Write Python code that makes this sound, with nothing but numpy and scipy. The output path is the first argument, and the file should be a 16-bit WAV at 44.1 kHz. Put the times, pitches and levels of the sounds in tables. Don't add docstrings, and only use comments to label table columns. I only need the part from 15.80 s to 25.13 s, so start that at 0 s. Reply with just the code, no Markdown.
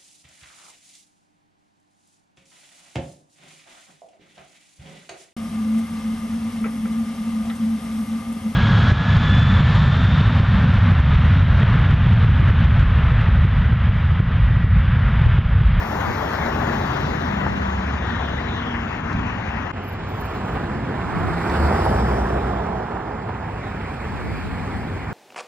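import sys
import numpy as np
from scipy import signal
from scipy.fft import rfft, irfft, next_fast_len
from scipy.io import wavfile
from scipy.ndimage import uniform_filter1d, map_coordinates

SR = 44100
rng = np.random.default_rng(int(sys.argv[2]) if len(sys.argv) > 2 else 0)


def put_to_file(sound):
    columns = np.atleast_2d(sound).T
    safe = np.clip(columns, -1, 1)
    whole_steps = np.round(safe * 32767)
    wavfile.write(sys.argv[1], SR, whole_steps.astype(np.int16))


N = 411453

CUT_S = 3.918
TOP_HZ = 15700

# (frequency [Hz], left over right [dB], left lead [rad], coherence [0-1])
FACING_PORTS = [(100, -.2, -.05, .99), (400, .6, -.65, .97), (600, -3, -1.4, .94), (800, -6.5, -1.05, .94),
                (1150, -5, -.75, .89), (1800, 0, 0, .98), (2100, 1.5, .1, .96), (2350, -1.5, -.1, .84),
                (2700, -5.5, -1.9, .4), (3500, -3.5, -2.9, .35), (4300, .5, -4.1, .42), (5100, -1, -5, .45),
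                (6050, 0, -3.1, .85), (7000, 0, -1.4, .68), (8100, 0, 0, .85), (10300, 0, 3.1, .8),
                (12300, 0, 6.3, .75), (14600, 0, 9.4, .85)]


def amp(db):
    return 10 ** (np.asarray(db) / 20)


def rms(x):
    return np.sqrt(np.mean(x ** 2) + 1e-20)


def along(points, hz):
    f, *cols = np.transpose(points)
    return [np.interp(np.log(hz + 1), np.log(f + 1), c) for c in cols]


def curves(rows):
    s, *cols = np.transpose(rows)
    return [np.interp(np.arange(N) / SR, s, c) for c in cols]


def wobble(rate):
    knots = rng.standard_normal(int(N * rate / SR) + 4)
    coarse = np.arange(0, N, 32)
    return np.interp(np.arange(N), coarse, map_coordinates(knots, [coarse * rate / SR]))


def filtered(x, response):
    size = next_fast_len(N + SR // 4, real=True)
    spectrum = rfft(x, size) * response(np.fft.rfftfreq(size, 1 / SR))
    return irfft(spectrum, size)[..., :N]


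def gate(start, end, edge):
    t = np.arange(N) / SR
    return np.clip(np.minimum(t - start, end - t) / edge, 0, 1)


def bell(x):
    return np.exp(-x ** 2 / 2)


def swell(s, rise, fall):
    since = np.arange(N) / SR - s
    return bell(since / np.where(since < 0, rise, fall))


def wind(level_db, lumpy_db):
    # (time [s], width [s], level before level_db [dB])
    puffs = [(.29, 0.018, -25), (1.25, .05, -40.5), (1.72, 0.088, -35.5), (5.43, 0.085, -22),
             (5.85, .05, -34), (8.55, 0.15, -30), (9.05, 0.4, -37.5)]
    # (frequency [Hz], relative level per Hz [dB])
    buffet = [(20, -27), (60, 10), (170, 3.5), (270, 1), (500, -28), (1500, -41), (4000, -100)]
    strength = sum(amp(db) * swell(s, width, width) for s, width, db in puffs)
    eddies = filtered(rng.standard_normal((2, N)), lambda hz: amp(along(buffet, hz)[0]))
    eddies = eddies * amp(lumpy_db * wobble(22))
    mid, side = amp(level_db) * strength * eddies / rms(eddies)
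    return np.array([mid / 2 + side, mid / 2 - side])


def traffic(far_db, cars, body_db):
    # (lead [s], falloff [power of distance])
    beams = [(.01, 1.57), (0.024, 1.34), (0.16, 1.53), (0.27, 1.25), (0.13, 2.6)]
    # (time [s], width [s], level [dB])
    booms = [(1.62, 0.05, -33.5), (3.39, 0.1, -24), (5.88, 0.042, -28)]
    t = np.arange(0, N, 64) / SR
    lead, falloff = np.transpose(beams)[:, :, None]
    power = amp(far_db)[:, None] ** 2 + np.zeros(len(t))
    for s, width, rumble_db, roar_db, hiss_db, fizz_db in cars:
        distance = np.hypot(1, (t + lead - s) / width)
        closest = amp([rumble_db, roar_db + body_db, roar_db, hiss_db, fizz_db])[:, None]
        power += (closest / distance ** falloff) ** 2
    power = np.array([np.interp(np.arange(N) / SR, t, layer) for layer in power])
    power[0] += sum((amp(db) * swell(s, width, width)) ** 2 for s, width, db in booms)
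    return 10 * np.log10(power)


def tread(hz, t):
    # (time of most lift [s], width [s], centre [Hz], glide [octaves/s], width [octaves], lift [dB])
    washes = [(.45, 0.45, 760, 0.13, 0.39, 2.5), (1.2, 0.48, 262, -0.94, 0.33, 4),
              (1.25, 0.24, 4140, -0.17, 0.2, 4.5), (2.1, 0.51, 1870, 0.3, 0.39, 2),
              (2.999, 0.33, 328, -0.37, 0.18, 4.5), (6.05, 0.36, 5000, 0.23, 0.2, 9.5),
              (6.45, 0.91, 379, 0.29, 0.12, 4), (6.95, 0.75, 770, 0.16, 0.24, 4),
              (6.9, 0.53, 1190, -0.12, 0.42, 3), (7, 0.58, 5000, -0.17, 0.23, 3),
              (8.7, .4, 4480, 0, 0.13, 5)]
    hollows = [(.4, 0.57, 2940, 0.0087, .25, -4.5), (3.2, 0.3, 530, -.1, 0.17, -3),
               (5.4, 0.28, 496, -0.013, 0.14, -6), (6.45, 0.36, 2130, 0, 0.63, -3),
               (7.35, 0.33, 4020, 0.008, 0.73, -3.5), (8.5, .45, 182, -0.032, 0.2, -5.5)]
    lift_db = 0
    for s, length, centre_hz, glide, width, db in [*washes, *hollows]:
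        octaves = np.log2((hz + 1) / centre_hz) - glide * (t - s)
        lift_db = lift_db + db * bell((t - s) / length) * bell(octaves / width)
    return lift_db


def sizzle(hz, t):
    # (time [s], upper edge [Hz], lift [dB])
    hiss_band = [(2.1, 3500, 1), (2.3, 3750, 8), (2.58, 3850, 7), (2.75, 3900, 12), (2.9, 3300, 9),
                 (3.07, 2850, 6), (3.3, 2650, 4.5), (3.9, 3000, 6.5), (4.2, 3000, 1), (5.5, 3500, 0),
                 (6.1, 3650, 3), (6.7, 3650, 4.5), (7.3, 3300, 0), (7.9, 2500, 4), (8.5, 2450, 5),
                 (9.3, 2350, 4)]
    skirt_octaves, edge_octaves = .3, .09
    s, edge_hz, lift_db = np.transpose(hiss_band)
    octaves = np.log2((hz + 1) / np.interp(t, s, edge_hz))
    return np.interp(t, s, lift_db) * bell(octaves / np.where(octaves < 0, skirt_octaves, edge_octaves))


def rolling(ports, patchy_db):
    # (time [s], extra left over right [dB], extra left lead [rad])
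    swing = [(0, -2, -0.27), (.6, 0, -0.35), (1.35, 3.5, 0.5), (1.8, -1, 1.44), (2.2, 1, -0.55),
             (2.9, 0.5, 0.042), (3.9, 1.5, -0.56), (3.95, 3.5, 0.16), (5, -0.5, 0.23), (5.55, -1.5, 0.54),
             (6.2, 2.5, -0.3), (6.8, -1.5, 0.0097), (7.3, -1.5, 0.22), (8, -0.5, 0.16), (9.3, 1.5, 0.15)]
    swing_hz, swing_octaves = 1070, 0.79
    hz, t, z = signal.stft(rng.standard_normal((2, N)), SR, nperseg=1024)
    hz = hz[:, None]
    field = uniform_filter1d(rng.standard_normal(z.shape[1:]), size=12, axis=0)
    field = uniform_filter1d(field, size=5, axis=1)
    depth_db = patchy_db * hz / (hz + 500)
    z = z * amp(depth_db * field / rms(field) + tread(hz, t) + sizzle(hz, t))
    balance_db, lead, alike = along(ports, hz)
    s, *swings = np.transpose(swing)
    swing_share = bell(np.log2((hz + 1) / swing_hz) / swing_octaves)
    swing_db, swing_lead = [np.interp(t, s, c) * swing_share for c in swings]
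    turn = np.arccos(np.clip(alike, 0, 1)) / 2
    common, apart = z[0] * np.cos(turn), z[1] * np.sin(turn)
    tip = amp((balance_db + swing_db) / 2) * np.exp(1j * (lead + swing_lead) / 2)
    pair = np.array([(common + apart) * tip, (common - apart) / tip])
    pair = pair / np.hypot(abs(tip), 1 / abs(tip))
    return signal.istft(pair, SR, nperseg=1024)[1][:, :N]


def road(levels_db, colour, ports, patchy_db):
    size = next_fast_len(N, real=True)
    hz = np.fft.rfftfreq(size, 1 / SR)
    pair = rfft(rolling(ports, patchy_db), size) * amp(along(colour, hz)[0])
    edges_hz = (25, 290, 750, 2450, 7500, SR)
    bands = np.diff([1 / (1 + (hz / edge) ** 16) for edge in edges_hz], axis=0)
    rumble_db, *tyres_db = levels_db
    bumps_db = 0.1 * wobble(10) + 0.56 * wobble(70)
    out = np.zeros((2, N))
    for band, level_db in zip(bands, [rumble_db, *(tyres_db + bumps_db)]):
        layer = irfft(pair * band, size)[:, :N]
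        out += amp(level_db) * layer / rms(layer.mean(axis=0))
    return out


def note(hz, rough, overtone_db):
    waver = 1.8
    phase = 2 * np.pi * np.cumsum(hz) / SR + rough * (wobble(26) + waver * wobble(7))
    tone = np.sin(phase) + amp(overtone_db) * np.sin(2 * phase)
    return (1 + rough * wobble(25)) * tone


def engines_and_wind_boom(level_db):
    # (time loudest [s], rise [s], fall [s], pitch when loudest [Hz], glide [Hz/s], level before level_db [dB])
    low_notes = [(.1, .2, 0.36, 77.3, -0.5, -28), (0.75, 0.13, 0.27, 228.9, -15.5, -29.5),
                 (1.15, 0.41, 0.23, 139.9, -1, -31), (1.65, 0.44, 0.069, 80.8, -5, -31),
                 (1.651, 0.13, 0.27, 197.3, -19.5, -26.5), (1.85, 0.077, 0.47, 67.9, 8, -26),
                 (2.85, 0.11, .55, 237, -27.5, -31), (3.5, 0.19, 0.15, 104.2, -1, -30.5),
                 (4.3, 0.32, 0.3, 98, 13.5, -30), (5.38, 0.04, 0.18, 169, -10.5, -25.5),
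                 (5.8, 0.063, 0.18, 74, 57.5, -18), (6.35, 0.35, 0.33, 204, -13.5, -28),
                 (7.6, 0.18, 0.35, 103, -2.5, -30.5), (9.05, 0.21, 0.3, 95.5, -15, -31)]
    t = np.arange(N) / SR
    out = np.zeros(N)
    for s, rise, fall, hz, glide, db in low_notes:
        tone = note(hz + glide * (t - s), rough=.38, overtone_db=-18)
        out += amp(db + level_db) * swell(s, rise, fall) * tone
    return out


def brakes(level_db, rough):
    # (time [s], length [s], start pitch [Hz], end pitch [Hz], level before level_db [dB], fade [dB])
    squeals = [(4.028, 0.14, 12200, 12480, -54.5, 4), (4.277, 0.63, 13480, 13520, -56, 16),
               (6.0, .16, 10580, 10600, -52, -6)]
    out, t = np.zeros((2, N)), np.arange(N) / SR
    for s, length, start_hz, end_hz, db, fade_db in squeals:
        progress = np.clip((t - s) / length, 0, 1)
        pitch_hz = start_hz + (end_hz - start_hz) * progress
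        phase = 2 * np.pi * np.cumsum(pitch_hz) / SR + rough * wobble(260)
        lead = along(FACING_PORTS, start_hz)[1]
        tone = np.sin([phase + lead / 2, phase - lead / 2])
        gain = amp(db + level_db - fade_db * progress + 6.5 * wobble(53))
        out += gain * gate(s, s + length, edge=0.013) * tone
    return out


def exhaust(level_db):
    # (time [s], pitch [Hz], level before level_db [dB])
    hum = [(5.98, 56.95, -30), (6.21, 61, -22.5), (6.674, 61.9, -28), (7.1, 60.3, -37)]
    hz, db = curves(hum)
    opening = gate(hum[0][0], hum[-1][0], edge=0.054)
    return amp(db + level_db) * opening * note(hz, rough=.27, overtone_db=-15)


def rattle(t, centre_hz, octaves, t60):
    hz = np.fft.rfftfreq(len(t), 1 / SR)
    band = bell(np.log2((hz + 1) / centre_hz) / octaves)
    noise = irfft(rfft(rng.standard_normal(len(t))) * band, len(t))
    return noise / rms(noise) * amp(-60 * t / t60)


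def knocks(rattle_db):
    # (time [s], level [dB], ring pitch [Hz], left over right [dB])
    strikes = [(.877, -18, 900, 8), (1.613, -20, 1020, 8), (1.664, -11, 880, 10), (1.673, -21, 1250, 8),
               (3.314, -21, 1300, 6), (5.908, -8, 620, -4), (6.061, -9.3, 900, -4), (6.136, -15, 680, -3),
               (7.4905, -19.5, 950, -6)]
    # (multiple of the ring pitch, level [dB], t60 [s])
    wheel = [(.3, -11, .05), (.62, -6, .028), (1, 0, .02), (1.42, -4, .017), (1.85, -10, .013)]
    # (time [s], level [dB], centre [Hz], t60 [s])
    ticks = [(3.076, -36, 2200, .06), (3.315, -32, 2000, .03), (3.327, -42.5, 4200, .07),
             (5.695, -40, 4400, .05), (7.491, -46, 2600, .04)]
    rubber_attack_s = .0011
    out, t = np.zeros((2, N + SR)), np.arange(SR // 8) / SR
    onset = 1 - np.exp(-t / rubber_attack_s)
    for s, db, hz, pan_db in strikes:
        ring = sum(amp(level - 60 * t / t60) * np.sin(2 * np.pi * hz * multiple * t)
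                   for multiple, level, t60 in wheel)
        thud = ring + amp(rattle_db) * rattle(t, hz, octaves=.6, t60=.07)
        gains = amp([[db + pan_db / 2], [db - pan_db / 2]])
        out[:, round(s * SR):][:, :len(t)] += gains * thud * onset
    for s, db, hz, t60 in ticks:
        tick = rattle(t, hz, octaves=.4, t60=t60) * onset ** 2
        out[:, round(s * SR):][:, :len(t)] += amp(db) * tick
    return out[:, :N]


def scene():
    # (frequency [Hz], relative level per Hz [dB])
    away_road = [(22, -30), (45, -5), (70, 0.5), (150, -5), (230, -4.5), (330, -14.5), (560, -14.5),
                 (900, -10.5), (1800, -15), (2200, -21.5), (3400, -29.5), (4600, -39), (6500, -40),
                 (8000, -47.5), (12000, -31), (15500, -43)]
    facing_road = [(22, -25), (45, -8.5), (65, -3), (150, -7), (220, -7), (300, -12.5), (420, -11),
                   (580, -16), (780, -11), (1700, -18), (2300, -25.5), (3000, -32.5), (5500, -46),
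                   (7000, -48), (12000, -60.5), (15500, -61)]
    # (frequency [Hz], left over right [dB], left lead [rad], coherence [0-1])
    away_ports = [(100, -.4, .05, .99), (350, -1.8, .6, .94), (490, -.3, 1.7, .8), (650, 9.5, 1.9, .74),
                  (950, 10, 1, .8), (1900, 8.5, .2, .75), (2080, 5.5, .8, .6), (2300, 4, 2.3, .62),
                  (3000, 1.5, 2.6, .8), (3600, 0, 2.5, .55), (4400, 4, 1.4, .3), (5800, .5, 1.05, .74),
                  (7000, 0, 1.7, .7), (8200, 0, 3, .9), (10200, 0, 3.3, .9), (12800, 0, 6.2, .7),
                  (15000, 0, 6.3, .9)]
    # rumble, tyre body, tread roar, hiss, grit fizz [dB each]
    away_far_db = [-30.5, -42.5, -34, -58.5, -75.5]
    facing_far_db = [-36, -44.5, -39.5, -56.5, -84]
    # (time closest [s], time scale of the pass [s],
    # rumble [dB], roar [dB], hiss [dB], grit fizz [dB])
    away_cars = [(.2, 0.48, -50, -38, -49, -55), (.9, 0.8, -31, -29, -43, -59),
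                 (2.4, 0.94, -32, -36.5, -50.5, -82), (3.9, 0.39, -41.5, -37, -52, -87)]
    facing_cars = [(4.8, 0.37, -27.5, -36, -50, -69), (6.1, 0.58, -24, -26.5, -46.5, -56),
                   (8.8, 1, -29.5, -39.5, -52, -64.5)]
    away_levels = traffic(away_far_db, away_cars, body_db=-4)
    facing_levels = traffic(facing_far_db, facing_cars, body_db=-0.5)
    away = road(away_levels, away_road, away_ports, patchy_db=2.0)
    facing = road(facing_levels, facing_road, FACING_PORTS, patchy_db=1.57)
    street = np.where(np.arange(N) / SR < CUT_S, away, facing)
    gusts = wind(level_db=-3, lumpy_db=2.5)
    low_tones = engines_and_wind_boom(level_db=-.5) + exhaust(level_db=2.5)
    squeaks = brakes(level_db=-2.0, rough=1.2)
    thuds = knocks(rattle_db=-14)
    return street + gusts + low_tones + squeaks + thuds


def record(dry):
    since = np.arange(N) / SR - CUT_S
    fade = np.interp(since, [-.001, 0, .007, .02], [1, .18, .25, 1])
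    return filtered(dry * fade, lambda hz: hz < TOP_HZ)


dry = scene()
out = record(dry)
put_to_file(out)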